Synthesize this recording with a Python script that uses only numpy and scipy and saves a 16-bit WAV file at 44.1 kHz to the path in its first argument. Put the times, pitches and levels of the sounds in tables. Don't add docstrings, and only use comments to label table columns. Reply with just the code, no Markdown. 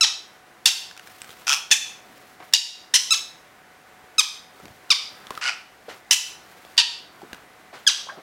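import sys
import numpy as np
from scipy import signal
from scipy.fft import rfft, irfft, next_fast_len
from scipy.io import wavfile

SR = 44100
rng = np.random.default_rng(int(sys.argv[2]) if len(sys.argv) > 2 else 0)


def transcribe(signal):
    frames = np.atleast_2d(signal).T
    limited = np.clip(frames, -1, 1)
    pcm = np.round(limited * 32767).astype(np.int16)
    wavfile.write(sys.argv[1], SR, pcm)


def invert_db(x):
    u = np.asarray(x, float) / 20
    return 10 ** u


N = 362502

# t/s, first f/Hz, held f/Hz, lets go after/s, swell level/dB
CLEAR_SQUAWKS = [
    (.008, 1370, 1314, .021, -3.5),
    (3.1048, 1140, 1333, .0245, 3),
    (4.1805, 1315, 1268, .018, 5),
    (4.902, 1510, 1190, .016, 1.5),
    (7.865, 1600, 1740, .008, 6),
]
# t/s, rises for/s, top f/Hz, attack over hold level/dB, roughness/0-1
BROKEN_SQUAWKS = [
    (.6555, .0115, 1870, 5, .42),
    (1.7105, .012, 1790, 1, .22),
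    (2.5345, .0075, 2000, 3.5, .2),
    (2.9375, .0135, 2170, 0, .18),
    (6.1078, .0135, 2000, 0, .27),
    (6.7762, .0155, 1980, 4, .38),
]
# t/s, f/Hz, level/dB, half-pitch share/0-1, roughness/0-1
PEEP_PATH = [(5.412, 1270, -9, .2, .3), (5.43, 1420, -4, .2, .28), (5.478, 1490, -1, .6, .2),
             (5.486, 1270, 1, .9, .12), (5.499, 800, -10, .5, .3)]
# effort level/dB, windpipe f/Hz, beak f/Hz, beak level/dB,
# treble level/dB
SQUAWK_THROATS = [(-6.5, 3550, 5770, 2.5, -12.5), (-6, 3500, 5100, 3.5, -4.5),
                  (-6.5, 3070, 6280, 4.5, -6.5), (-2, 2940, 4980, 7, -5.5), (-8, 3160, 5560, 4, -6),
                  (-14, 3560, 6100, 4, -6.5), (-11, 3400, 5230, 1, -9), (-8, 3330, 4900, 0.5, -14),
                  (-24.5, 1550, 2750, -1, -33), (-5.5, 2960, 5500, 6, -2.5), (-7.5, 2980, 4540, 2.5, -15.5),
                  (-11, 3600, 5700, 1, -11.5)]
# f/Hz, width/Hz, level/dB
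LOW_RESONANCE = (1290, 1200, -15)
# f/Hz, width/Hz
TREBLE_RESONANCE = (7860, 7000)
# t/s, length/s, slap rate/Hz, level/dB, breath share/0-1
RASP_CALLS = [
    (1.4678, .0855, 143, -17, .05),
    (5.4115, .0955, 138, -26, .4),
]
# share of length/0-1, rate factor, level/dB, added breath/0-1
RASP_COURSE = [(0, .6, -10, .35), (.17, .95, -2, .03), (.5, 1, 0, 0), (.86, .88, 0, .15), (1, .8, -14, .4)]
# f/Hz, width/Hz, level/dB
RASP_RESONANCES = [
    [(800, 203, -7), (1404, 200, 1.5), (2530, 230, 3.5), (3290, 250, 3.5), (5565, 560, 6),
     (9280, 8000, -11.5)],
    [(800, 430, -15.5), (1490, 350, -8.5), (2460, 450, -11.5), (3020, 280, -11.5), (4880, 1120, -11),
     (8250, 4000, -25.5)],
]
# t/s, peak level/dB, ring f/Hz, low thump level/dB, crack level/dB
TAPS = [(0.912, -28, 1707, -73, -39.5), (0.966, -33, 1380, -73, -42), (0.976, -52, 3520, -73, -35.5),
        (0.995, -30, 1520, -69, -36.5), (1.073, -31, 1610, -63, -39), (1.218, -15, 8200, -67, -34.5),
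        (1.244, -33, 1570, -62, -36.5), (1.293, -36, 1320, -43.5, -40), (1.305, -33, 3880, -67, -37.5),
        (1.329, -36, 1315, -59, -48), (1.419, -38, 990, -51, -47), (4.04, -50, 1558, -42, -60),
        (4.6, -31.5, 1312, -44, -51), (4.655, -36, 1050, -44, -39), (4.681, -56, 750, -44, -44),
        (5.269, -33, 3500, -55, -37), (5.306, -16.5, 1070, -30, -29), (5.352, -33, 3020, -68, -35.5),
        (5.376, -15, 1276, -50, -32), (6.65, -48, 883, -47.5, -45), (7.218, -27.5, 810, -54, -47),
        (7.331, -22, 1625, -33, -32), (7.345, -31, 1490, -64, -37.5)]
BEAK_OPENINGS = [(1.7066, -22, 2700, -50, -28), (2.527, -34, 2500, -55, -34), (4.894, -38, 1500, -60, -42),
                 (6.7695, -30, 4700, -61.5, -34)]
# t/s, level/dB, f/Hz, width/Hz, t60/s
TOWEL_STROKES = [(1.719, -56, 247.4, 200, 0.9), (2.05, -54, 292, 200, 0.89), (4.62, -45, 120, 150, 0.37),
                 (6.981, -56.5, 285, 150, 1), (2.398, -41.5, 800, 707, 0.11), (2.423, -40, 888, 900, 0.071),
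                 (5.881, -35.5, 526, 204, 0.063), (5.885, -36.5, 1003, 2930, 0.24),
                 (7.227, -40, 310, 119, 0.14), (7.727, -39, 590, 300, 0.12), (7.73, -41, 1170, 2960, 0.3),
                 (8.09, -33.5, 1620, 70, 0.1), (8.084, -36.5, 1090, 200, 0.12), (8.1, -45, 680, 150, 0.33),
                 (8.172, -41, 298, 121, 0.15), (8.175, -41.5, 715, 150, 0.13)]
# t/s, level/dB, first f/Hz, last f/Hz, length/s
FEED_BUBBLE = (8.066, -40.5, 296, 1498, .014)
# t/s, length/s, cloth level/dB, feather level/dB
RUBS = [(0.952, 0.61, -56, -51.5), (1.8, 0.13, -60, -77.5), (1.998, .4, -63, -57),
        (2.425, 0.081, -61, -55.5), (4.483, .38, -74, -59), (5.06, 0.3, -51, -57), (5.292, .13, -48, -51),
        (5.843, 0.19, -61, -57), (6.379, 0.44, -58, -56.5), (6.964, 0.108, -67, -66),
        (7.071, .39, -53.5, -61), (7.72, .15, -62, -58.5), (8.033, 0.31, -53, -69)]
# f/Hz, level/dB per Hz
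CLOTH_COLOUR = [(59, -44), (100, -9), (725, -8.5), (1070, -6.5), (1290, -2), (5000, -28), (6500, -47.5),
                (11000, -120)]
# f/Hz, level/dB per Hz
FEATHER_COLOUR = [(1180, -7), (2000, -2.5), (3650, -3), (6530, -7.5), (8190, -10), (16000, -9.5)]
# f/Hz, level/dB per Hz
AIR_COLOUR = [(12, -35.5), (20, -11), (193, -4.5), (700, -3), (1980, -4.5), (2690, -11), (4840, -17),
              (16100, -25.5)]
# f/Hz, level/dB
MOTOR_LINES = [(742, -59), (1485, -63.5), (2010, -69)]
# f/Hz, t60/s
ROOM_DECAY = [(500, 0.65), (1500, 0.39), (4000, 0.44), (8000, 0.37), (14000, 0.41)]
# delay/s, level/dB
WALL_ECHOES = [(.0045, -20), (0.009, -7), (0.016, -9), (0.029, -17.5), (0.035, -9)]

ATTACK_S, ATTACK_DB = .003, -19


def unit(x):
    return x / np.sqrt(np.mean(x ** 2) + 1e-20)


def along(points, hz):
    f, v = np.transpose(points)
    return np.interp(np.log(hz + 1), np.log(f + 1), v)


def span(rows):
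    s, *cols = np.transpose(rows)
    start = round(s[0] * SR)
    t = np.arange(start, round(s[-1] * SR)) / SR
    return start, [np.interp(t, s, c) for c in cols]


def filtered(x, response):
    m = next_fast_len(len(x) + 4096)
    return irfft(rfft(x, m) * response(np.fft.rfftfreq(m, 1 / SR)), m)[:len(x)]


def modes(table):
    def response(f):
        total = 0
        for k, (centre, width, db) in enumerate(table):
            damping = 1j * f * width
            total = total + (-1) ** k * invert_db(db) * damping / (centre * centre - f * f + damping)
        return total
    return response


def hiss(count, spectrum):
    return unit(filtered(rng.standard_normal(count), lambda hz: invert_db(along(spectrum, hz))))


def wobble(count, rate):
    knots = count // 16 + 8
    return np.interp(np.arange(count) * rate / SR, np.arange(knots), rng.standard_normal(knots))


def add(track, start, x, wet_db):
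    hz, t, z = signal.stft(rng.standard_normal(32768), SR, nperseg=256)
    decay = invert_db(-60 * t / along(ROOM_DECAY, hz)[:, None])
    tail = signal.istft(z * decay, SR, nperseg=256)[1][:32768]
    tail *= np.clip(np.arange(len(tail)) / SR / 0.031, 0, 1)
    tail *= invert_db(wet_db) / np.linalg.norm(tail)
    tail[0] = 1
    for delay, db in WALL_ECHOES:
        tail[round(delay * SR)] += invert_db(db + wet_db + 3)
    heard = signal.fftconvolve(x, tail)[:N - start]
    track[start:start + len(heard)] += heard


def squawks():
    out = np.zeros(N)
    calls = [clear_call(*row) for row in CLEAR_SQUAWKS]
    calls += [broken_call(*row) for row in BROKEN_SQUAWKS] + [PEEP_PATH]
    calls.sort(key=lambda rows: rows[0][0])
    for rows, (effort_db, pipe_hz, beak_hz, beak_db, treble_db) in zip(calls, SQUAWK_THROATS):
        start, (hz, db, half, rough) = span(rows)
        rough = np.clip(rough, 0, 1)
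        phase = np.pi * np.cumsum(hz * (1 + .11 * rough * wobble(len(hz), 500))) / SR
        k = np.arange(1, 41)[:, None]
        size = np.where(k % 2, np.clip(half, 0, 1), 1) * (k * hz / 2 < 17000)
        size = size * invert_db(.1 * (db - db.max()) * k * hz / 2000)
        flicker = np.array([wobble(len(hz), 260) for _ in k])
        size = size * invert_db((2.5 + 6 * rough) * flicker)
        pulses = unit((size * np.cos(k * phase + 1.8 * rng.standard_normal(k.shape))).sum(0))
        breath = rng.standard_normal(len(hz)) * (1 + np.cos(2 * phase))
        source = np.sqrt(1 - rough ** 2) * pulses + 2.2 * rough * breath
        throat = modes([LOW_RESONANCE, (pipe_hz, 800, 0), (beak_hz, 1100, beak_db),
                        (*TREBLE_RESONANCE, treble_db)])
        gain = invert_db(db + effort_db) * np.clip(np.arange(len(hz))[::-1] / 150, 0, 1)
        voiced = filtered(np.pad(gain * source, (0, 300)),
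                          lambda f: throat(f) / (1 + (690 / (f + 1)) ** 4) / (1 + (f / 9000) ** 3))
        add(out, start, voiced * np.linalg.norm(gain) / np.linalg.norm(voiced), wet_db=-9.5)
    return out


def clear_call(s, first_hz, held_hz, let_go, swell_db):
    settle_s, knee_s, fall_hz_per_s, last_hz = .0045, .002, 27000, 680
    length = let_go + (held_hz - last_hz) / fall_hz_per_s
    t = np.linspace(0, length, 48)
    slide_s = knee_s * np.logaddexp(0, (t - let_go) / knee_s)
    hz = held_hz + (first_hz - held_hz) * np.exp(-t / settle_s)
    hz += .25 * held_hz * np.exp(-t / .0012)
    hz -= fall_hz_per_s * slide_s
    db = np.interp(t, [0, ATTACK_S, 2.5 * ATTACK_S, let_go / 2 + .008, length],
                   [ATTACK_DB, 0, -3, swell_db, -11])
    fray = np.clip((1240 - hz) / 300, 0, 1) * (t > let_go)
    rough = .03 + .1 * np.exp(-t / ATTACK_S) + .28 * fray
    return np.transpose([s + t, hz, db, .3 * fray, rough])


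def broken_call(s, rise, top_hz, attack_db, rough):
    open_hz, close_hz, sink_s = 1810, 1450, .029
    hold_s, break_s = .0099, .009
    length = rise + sink_s
    t = np.linspace(0, length, 48)
    first_hz = min(open_hz, .96 * top_hz)
    hz = np.interp(t, [0, ATTACK_S, rise, length], [first_hz, first_hz, top_hz, close_hz])
    db = np.interp(t, [0, ATTACK_S, 2 * ATTACK_S, rise + hold_s, length],
                   [ATTACK_DB, attack_db, 0, 0, -10.5])
    harsh = np.interp(t, [0, rise, rise + hold_s / 2, length], [.27, rough, rough, .52])
    return np.transpose([s + t, hz, db, np.clip(.1 + t / break_s, 0, 1), harsh])


def rasps():
    out = np.zeros(N)
    for (s, length, top_rate, top_db, share), resonances in zip(RASP_CALLS, RASP_RESONANCES):
        rows = [s, 0, top_db, share] + np.array(RASP_COURSE) * [length, top_rate, 1, 1]
        start, (rate, db, breath) = span(rows)
        cycle = np.cumsum(rate * (1 + .04 * wobble(len(rate), 91))) / SR
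        sizes = invert_db(2.5 * rng.standard_normal(64))[cycle.astype(int)]
        gate = sizes * np.exp(-((cycle % 1 - .35) / .25) ** 2) + .7 * breath
        snap = 4 * sizes * np.diff((cycle + .7).astype(int), prepend=0)
        source = unit(gate * rng.standard_normal(len(rate)) + snap)
        throat = modes(resonances)
        voiced = filtered(np.pad(invert_db(db) * source, (0, 600)),
                          lambda f: throat(f) / (1 + (500 / (f + 1)) ** 4) / (1 + (f / 10000) ** 2))
        add(out, start, voiced * np.linalg.norm(invert_db(db - 1.0)) / np.linalg.norm(voiced), wet_db=-9.0)
    return out


def clicks():
    blows, t = np.zeros(N), np.arange(1500) / SR
    crack_colour = [(800, -6.5), (2500, 4.5), (5000, -2.5), (15000, -17.5)]  # f/Hz, level/dB
    thump_colour = [(30, -9.5), (150, -8), (450, -1.0), (900, -16.0), (3000, -56.0)]
    for s, db, hz, thump_db, crack_db in TAPS + BEAK_OPENINGS:
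        ring = np.sin(2 * np.pi * hz * t) * np.exp(-t * hz / 4.8)
        crack = hiss(len(t), crack_colour) * invert_db(-60 * t / .016)
        thump = hiss(len(t), thump_colour) * invert_db(-60 * t / 0.022) * (1 - np.exp(-t / 0.00042))
        blow = invert_db(db - 6) * ring + invert_db(crack_db + 2) * crack + invert_db(thump_db + 5.0) * thump
        blows[round(s * SR):][:len(t)] += blow
    out = np.zeros(N)
    add(out, 0, blows, wet_db=-15.0)
    return out


def strokes():
    out, t = np.zeros(N + SR), np.arange(SR // 3) / SR
    for s, db, hz, width_hz, t60 in TOWEL_STROKES:
        body = modes([(hz, width_hz, 0)])
        rub = unit(filtered(rng.standard_normal(len(t)), lambda f: body(f) / (1 + (f / 5000) ** 2)))
        rise = 1 - np.exp(-t / (0.041 * t60))
        out[round(s * SR):][:len(t)] += invert_db(db + 4.5 - 60 * t / t60) * rise * rub
    s, db, first_hz, last_hz, length = FEED_BUBBLE
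    u = np.arange(round(length * SR)) / (length * SR)
    phase = 2 * np.pi * np.cumsum(first_hz + (last_hz - first_hz) * u) / SR
    out[round(s * SR):][:len(u)] += invert_db(db) * np.sin(np.pi * u) ** .5 * np.sin(phase)
    return out[:N]


def brushing():
    out = np.zeros(N)
    for s, length, cloth_db, feather_db in RUBS:
        start, n = round(s * SR), round(length * SR)
        cloth = invert_db(cloth_db) * unit(invert_db(2.1 * wobble(n, 90)) * hiss(n, CLOTH_COLOUR))
        feather = invert_db(feather_db) * unit(invert_db(2.6 * wobble(n, 154.8)) * hiss(n, FEATHER_COLOUR))
        fade = signal.windows.tukey(n, 0.46)
        out[start:start + n] += ((cloth + feather) * fade)[:N - start]
    return out


def room_tone():
    t = np.arange(N) / SR
    hum = np.zeros(N)
    for hz, db in MOTOR_LINES:
        hum += invert_db(db + 1.1 * wobble(N, 1.8)) * np.sin(2 * np.pi * hz * t + 1.1 * wobble(N, 39))
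    swell_db = .9 * wobble(N, 3) + .5 * wobble(N, 25)
    return invert_db(-51.5 + swell_db) * hiss(N, AIR_COLOUR) + hum


def scene():
    birds = squawks() + rasps()
    touches = clicks() + strokes() + brushing()
    return np.tile(birds + touches + room_tone(), (2, 1))


def limiter(x, top_db, attack, release_db):
    climb = release_db * np.arange(len(x)) / SR
    need = np.minimum(0, top_db - 20 * np.log10(np.abs(x) + 1e-9))
    gain_db = np.minimum(0, np.minimum.accumulate(need - climb) + climb)
    keep = np.exp(-1 / (attack * SR))
    return invert_db(signal.lfilter([1 - keep], [1, -keep], gain_db))


def low_pass(x):
    return signal.sosfilt(signal.butter(12, 16290, fs=SR, output="sos"), x)


def record(dry):
    x = dry * limiter(dry[0], top_db=-4.5, attack=.003, release_db=50)
    x = np.clip(x, -1, 1)
    mono = filtered(x[0], lambda hz: (hz < 16150) / (1 + (35 / (hz + 1)) ** 2))
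    return low_pass(np.tile(mono, (2, 1)))


dry = scene()
out = record(dry)
transcribe(out)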